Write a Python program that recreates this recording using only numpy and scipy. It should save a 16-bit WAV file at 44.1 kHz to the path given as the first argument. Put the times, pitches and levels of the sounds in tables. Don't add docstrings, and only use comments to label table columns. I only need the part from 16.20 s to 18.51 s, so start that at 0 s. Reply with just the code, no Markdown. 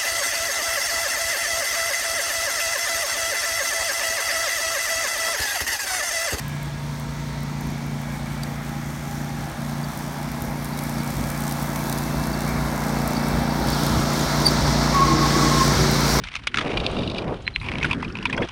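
import sys
import numpy as np
from scipy import signal
from scipy.fft import rfft, irfft, next_fast_len
from scipy.io import wavfile
from scipy.ndimage import map_coordinates

SR = 44100
rng = np.random.default_rng(int(sys.argv[2]) if len(sys.argv) > 2 else 0)


def pcm_store(signal):
    levels = np.round(np.clip(np.atleast_2d(signal), -1, 1) * 32767)
    wavfile.write(sys.argv[1], SR, levels.astype(np.int16).T)


def nominal_scale(level):
    x = np.asarray(level, float) / 20
    return 10 ** x


N = 102047

# [t/s, level/dB]
WIND_LEVEL = [
    (0, -37),
    (.3, -43),
    (.4, -40.5),
    (.75, -28.5),
    (1.0, -38),
    (1.35, -36.5),
    (1.55, -31),
    (1.9, -36.5),
    (2.31, -42),
]
# [f/Hz, level/dB]
BUFFET_SPECTRUM = [(15, -43), (30, 2), (55, 7), (110, 3), (220, -10), (500, -41)]
# [t/s, peak level/dB, f/Hz, t60/s]
ICE_CRACKLE = [(.27, -18, 3130, 0.055), (.272, -22.5, 8800, 0.015), (.374, -33, 6650, 0.029),
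               (.41, -22, 3300, 0.049), (.43, -35, 3000, .04), (.4605, -19.5, 2310, 0.015),
               (.4925, -23, 2200, 0.016), (.5155, -21, 2370, 0.014), (.516, -32, 3830, 0.02),
               (.7125, -31, 7500, .02), (.765, -24.5, 1290, 0.025), (.855, -34, 3630, 0.022),
               (.958, -25, 2900, 0.021), (1.17, -48, 3030, .02), (1.218, -40, 6650, 0.052),
               (1.352, -30, 3180, 0.051), (1.362, -35, 8600, 0.017), (1.402, -51, 9400, 0.018),
               (1.42, -43, 9000, .04), (1.6, -26, 3020, 0.038), (1.632, -27, 3300, 0.036),
               (1.633, -23.5, 5950, 0.022), (1.646, -21.5, 3600, 0.033), (1.655, -35, 9500, 0.045),
               (1.66, -24, 2730, 0.036), (1.675, -33, 3000, .03), (1.801, -38.5, 3250, .02),
               (1.824, -31, 5000, 0.024), (1.843, -31, 4900, 0.033), (1.879, -29.5, 3040, 0.03),
               (1.885, -36, 5200, .02), (1.893, -40, 5030, .02), (1.897, -31.5, 2570, 0.054),
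               (1.923, -31.5, 5160, 0.016), (1.973, -32, 5200, 0.014), (1.997, -35, 3000, 0.014),
               (2.006, -34, 2530, .02), (2.027, -29, 5100, 0.018), (2.065, -25.5, 3500, .04),
               (2.097, -29, 6200, .03), (2.104, -28.5, 3230, 0.039), (2.165, -27, 5300, 0.023),
               (2.214, -32, 5450, 0.017), (2.228, -23.5, 3150, .05), (2.246, -33, 3200, .04),
               (2.247, -34, 5300, 0.022), (2.287, -28.5, 5830, 0.016)]
# [t/s, peak level/dB]
SPRING_PINGS = [
    (1.255, -36.5),
    (1.266, -25),
    (1.2778, -25),
    (1.3284, -50),
    (1.338, -35),
    (1.348, -28.5),
    (1.3588, -24),
    (1.399, -43),
]
# [t/s, peak level/dB, f/Hz]
HARD_SNAPS = [(0.2362, -32, 3000), (0.2718, -9.5, 2080), (.3435, -14, 1700), (0.5726, -9.5, 2900),
              (0.6025, -21, 3830), (1.415, -24, 2500), (1.4865, -12, 2340), (1.5175, -19, 2600),
              (1.556, -18, 2500), (1.629, -10, 2370), (1.8285, -17.5, 1050), (2.1298, -20, 2570),
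              (2.2248, -16.5, 1750), (.6655, -5, 3830), (1.268, -20.5, 2080), (1.278, -3.5, 2180),
              (1.361, -3, 2400)]
# [t/s, peak level/dB, f/Hz, t60/s]
FIRST_SETDOWN = [(0.0364, -18.5, 2300, 0.031), (0.0422, -27.5, 3440, 0.059), (0.0624, -31, 2030, 0.033),
                 (0.0689, -21.5, 2080, 0.044), (0.0843, -21.5, 2870, 0.029), (0.1169, -26.5, 2060, 0.028),
                 (0.1294, -30, 2060, 0.025), (0.1382, -22, 2030, 0.02), (0.1488, -21, 2570, 0.043),
                 (0.1535, -12.5, 2670, 0.013), (0.16, -17, 2090, 0.043), (0.1674, -32, 2800, 0.015),
                 (0.2364, -28.5, 2390, 0.019), (0.27, -8.5, 2010, 0.025), (0.342, -6.5, 1510, 0.03),
                 (0.3564, -18, 2500, 0.03), (0.3711, -4.5, 1470, 0.02), (0.3832, -8.5, 1310, 0.041),
                 (0.3905, -15.5, 3500, 0.035), (0.4067, -13, 1240, 0.061), (0.4228, -23, 2100, 0.015)]
# [t/s, peak level/dB, t60/s]
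BINDING_TICKS = [(0.4802, -21, 0.0047), (0.514, -41, 0.018), (0.5387, -25, 0.013), (0.5724, -9.5, 0.024),
                 (0.599, -18, 0.022), (0.637, -23.5, 0.15), (0.6631, -10.5, 0.021), (0.71, -26, 0.086),
                 (0.7647, -20.5, 0.044), (0.786, -19, 0.047), (0.805, -24, 0.025), (0.8275, -21, 0.084),
                 (0.8735, -16.5, 0.033), (0.8986, -18.5, 0.022), (0.9132, -22, 0.028),
                 (0.9465, -22.5, 0.0088), (0.971, -26.5, 0.056), (0.9813, -13.5, 0.034),
                 (1.019, -27, 0.013), (1.077, -30, 0.027)]
# [t/s, peak level/dB, f/Hz, t60/s]
SECOND_CLACKS = [(1.279, -21.5, 2100, 0.027), (1.3625, -22.5, 2100, 0.031), (1.3984, -28, 3840, 0.031),
                 (1.4122, -22, 2260, 0.036), (1.4298, -23, 2410, 0.027), (1.4395, -24.5, 2530, 0.087),
                 (1.4586, -24, 2380, 0.082), (1.4702, -33, 2390, 0.065), (1.485, -16, 2330, 0.045),
                 (1.516, -18, 2070, 0.012), (1.537, -19, 2360, 0.0058), (1.5528, -19.5, 2200, 0.015),
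                 (1.5837, -14, 2750, 0.011), (1.609, -19, 2150, 0.074), (1.6277, -11, 2460, 0.027),
                 (1.6426, -7.5, 1540, 0.04), (1.6467, -10, 1440, 0.026), (1.6984, -19, 2420, 0.026),
                 (1.709, -10, 2445, 0.038), (1.711, -10.5, 2530, 0.034), (1.73, -11.5, 2530, 0.018),
                 (1.824, -17, 2040, 0.046), (1.846, -21, 2450, 0.032), (1.952, -15.5, 2450, 0.026),
                  (1.969, -20, 2480, 0.013), (1.986, -20, 2630, 0.016), (2.025, -20, 2610, 0.03),
                  (2.053, -7, 2340, 0.029), (2.04, -34, 2360, 0.05), (2.096, -18, 1710, 0.029),
                  (2.126, -12, 2420, 0.045), (2.144, -21, 2100, 0.033), (2.173, -16, 1960, 0.044),
                  (2.177, -12, 1560, 0.02), (2.219, -16.5, 2000, 0.038), (2.226, -22, 1720, 0.046),
                  (2.286, -24, 2800, 0.034)]
# [f/Hz, bandwidth/Hz, level/dB]
SETDOWN_MODES = [(1400, 720, 1), (2374, 710, 4), (3500, 770, 0), (6080, 2100, -10.5)]
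# [f/Hz, bandwidth/Hz, level/dB]
TICK_MODES = [(1050, 130, -3), (2380, 102, 5), (2900, 250, 4), (3840, 500, -9), (4540, 230, -1)]
# [f/Hz, bandwidth/Hz, level/dB]
SECOND_MODES = [(992, 150, 7), (2530, 665, 0), (3325, 65, 2.5), (4750, 1220, -17)]
# [t/s, level/dB, f/Hz]
CHIP_SPRAY = [(0, -48, 2640), (.16, -40.5, 2700), (.22, -47.5, 2620), (.33, -44, 2230), (.4, -31, 1880),
              (.5, -32.5, 2570), (.99, -39, 3800), (1.06, -41, 2000), (1.2, -44.5, 3170), (1.4, -48, 2650),
              (1.46, -39, 2360), (1.66, -35.5, 2160), (1.76, -39, 1710), (1.92, -43.5, 1400),
              (2.2, -40, 2380), (2.31, -39.5, 2710)]
# [f/Hz, level/dB]
CHIP_SPECTRUM = [(500, -15), (800, -5.5), (1400, -3), (2500, -11), (3800, -13.5), (5600, -15), (9500, -28),
                 (15000, -35)]
# [t/s, drone level/dB, edge level re drone/dB]
BLADE_LOAD = [(0, -30.5, -42), (.06, -54.5, -18), (.31, -46, -30), (.37, -30, -14), (.44, -28.5, 2.5),
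              (.65, -31, 4), (.9, -27, -4), (1.0, -31, 2.5), (1.13, -29.5, 3), (1.18, -43, 1.5),
              (1.42, -44, -14.5), (1.47, -33.5, -2.5), (1.6, -26.5, -9), (2.05, -31, -25), (2.2, -27, 4),
              (2.255, -26.5, -6), (2.28, -52, -33)]
# [f/Hz, level/dB]
ICE_SPECTRUM = [(60, -11), (120, 0.5), (250, 0.5), (420, -8), (800, -34.5), (2000, -101)]
# [f/Hz, level/dB]
EDGE_SPECTRUM = [(150, 5.5), (400, 10.5), (650, 9), (1300, -4.5), (3000, -47)]
# [f/Hz, gain/dB]
HOUSING = [(4000, -2), (7500, -10), (9300, -4), (10800, -13.5), (15000, -35)]


def unit(x):
    return x / np.sqrt(np.mean(x ** 2) + 1e-20)


def along(points, hz):
    f, level_db = np.transpose(points)
    return nominal_scale(np.interp(np.log(hz + 1), np.log(f + 1), level_db))


def curves(rows):
    s, *columns = np.transpose(rows)
    return [np.interp(np.arange(N) / SR, s, column) for column in columns]


def wobble(rate):
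    return map_coordinates(rng.standard_normal(2000), [np.arange(N) * rate / SR])


def filtered(x, response):
    n = x.shape[-1]
    m = next_fast_len(n + 8192)
    spectrum = rfft(x, m) * response(np.fft.rfftfreq(m, 1 / SR))
    return irfft(spectrum, m)[..., :n]


def ring(f, hz, width):
    damping = 1j * f * width
    return damping / (hz * hz - f * f + damping)


def rush(spectrum, rate, rough_db):
    noise = rng.standard_normal(N) * nominal_scale(rough_db * wobble(rate))
    return unit(filtered(noise, lambda f: along(spectrum, f)))


def wind():
    air = nominal_scale(-82) * rush(CHIP_SPECTRUM, rate=36, rough_db=-4)
    level_db, = curves(WIND_LEVEL)
    return nominal_scale(level_db) * rush(BUFFET_SPECTRUM, rate=19, rough_db=-3.0) + air


def clacks(events, modes, q, own_db):
    head_gain, head_share, rise_share = 1.8, .3, 0.049
    out, t = np.zeros(N + SR), np.arange(SR // 10) / SR
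    jolts = rng.standard_normal((len(events), len(t)))

    def binding(f):
        return sum((-1) ** k * nominal_scale(g) * ring(f, c, w) for k, (c, w, g) in enumerate(modes))

    for (s, db, hz, t60), jolt in zip(events, jolts):
        tail = nominal_scale(-60 * t / t60)
        head = head_gain * nominal_scale(-60 * t / (head_share * t60))
        rise = (1 - np.exp(-t / (rise_share * t60))) ** 2
        jolt = jolt * (tail + head) * rise
        hit = filtered(jolt, lambda f: binding(f) + nominal_scale(own_db) * ring(f, hz, hz / q) ** 2)
        out[round(s * SR):][:len(t)] += nominal_scale(db) * hit / np.abs(hit).max()
    return out[:N]


def crackle():
    return clacks(ICE_CRACKLE, SECOND_MODES, q=3.9, own_db=31.5)


def spring():
    ping_hz, rise_s, t60 = 4080, .003, .018
    out, t = np.zeros(N + SR), np.arange(SR // 10) / SR
    shape = (1 - np.exp(-t / rise_s)) ** 2 * nominal_scale(-60 * t / t60)
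    turns = rng.random(len(SPRING_PINGS))
    for (s, db), turn in zip(SPRING_PINGS, turns):
        ping = shape / shape.max() * np.sin(2 * np.pi * (ping_hz * t + turn))
        out[round(s * SR):][:len(t)] += nominal_scale(db) * ping
    return out[:N]


def snaps():
    q = 1.54
    out = np.zeros(N + SR)
    blow = np.arange(SR // 50) == 0
    for s, db, hz in HARD_SNAPS:
        hit = filtered(blow, lambda f: ring(f, hz, hz / q) ** 3)
        out[round(s * SR):][:len(hit)] += nominal_scale(db) * hit / np.abs(hit).max()
    return out[:N]


def first_binding():
    tick_hz = 3700
    ticks = [(s, db, tick_hz, t60) for s, db, t60 in BINDING_TICKS]
    setdown = clacks(FIRST_SETDOWN, SETDOWN_MODES, q=3.26, own_db=6.0)
    return setdown + clacks(ticks, TICK_MODES, q=4.6, own_db=3.5)


def second_binding():
    return clacks(SECOND_CLACKS, SECOND_MODES, q=4.6, own_db=12.5)


def spray():
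    rasp_db, rasp_octaves = 9, .33
    clump_db, surge_db = 2.2, .6
    level_db, hz = curves(CHIP_SPRAY)
    f, t, z = signal.stft(rush(CHIP_SPECTRUM, rate=700, rough_db=2.6), SR, nperseg=256)
    centre = np.interp(t, np.arange(N) / SR, hz)
    octaves = np.log2((f[:, None] + 1) / centre)
    z = z * nominal_scale(rasp_db * np.exp(-.5 * (octaves / rasp_octaves) ** 2))
    hiss = unit(signal.istft(z, SR, nperseg=256)[1][:N])
    return nominal_scale(level_db + clump_db * wobble(120) + surge_db * wobble(18)) * hiss


def glide():
    load_db, bite_db = curves(BLADE_LOAD)
    drone = rush(ICE_SPECTRUM, rate=40, rough_db=1.6)
    pressure = nominal_scale(load_db + 0.92 * wobble(16))
    grind = nominal_scale(bite_db) * rush(EDGE_SPECTRUM, rate=60, rough_db=1.7)
    return pressure * (drone + grind)


def scene():
    blade_and_wind = glide() + spray() + wind()
    first = first_binding()
    second = second_binding() + snaps() + spring()
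    return (blade_and_wind + first + second + crackle())[None]


def low_pass(x):
    return signal.sosfilt(signal.butter(12, 15600, fs=SR, output="sos"), x)


def record(dry):
    mix = filtered(dry, lambda f: along(HOUSING, f) * (f < 15500))
    return low_pass(mix)


dry = scene()
out = record(dry)
pcm_store(out)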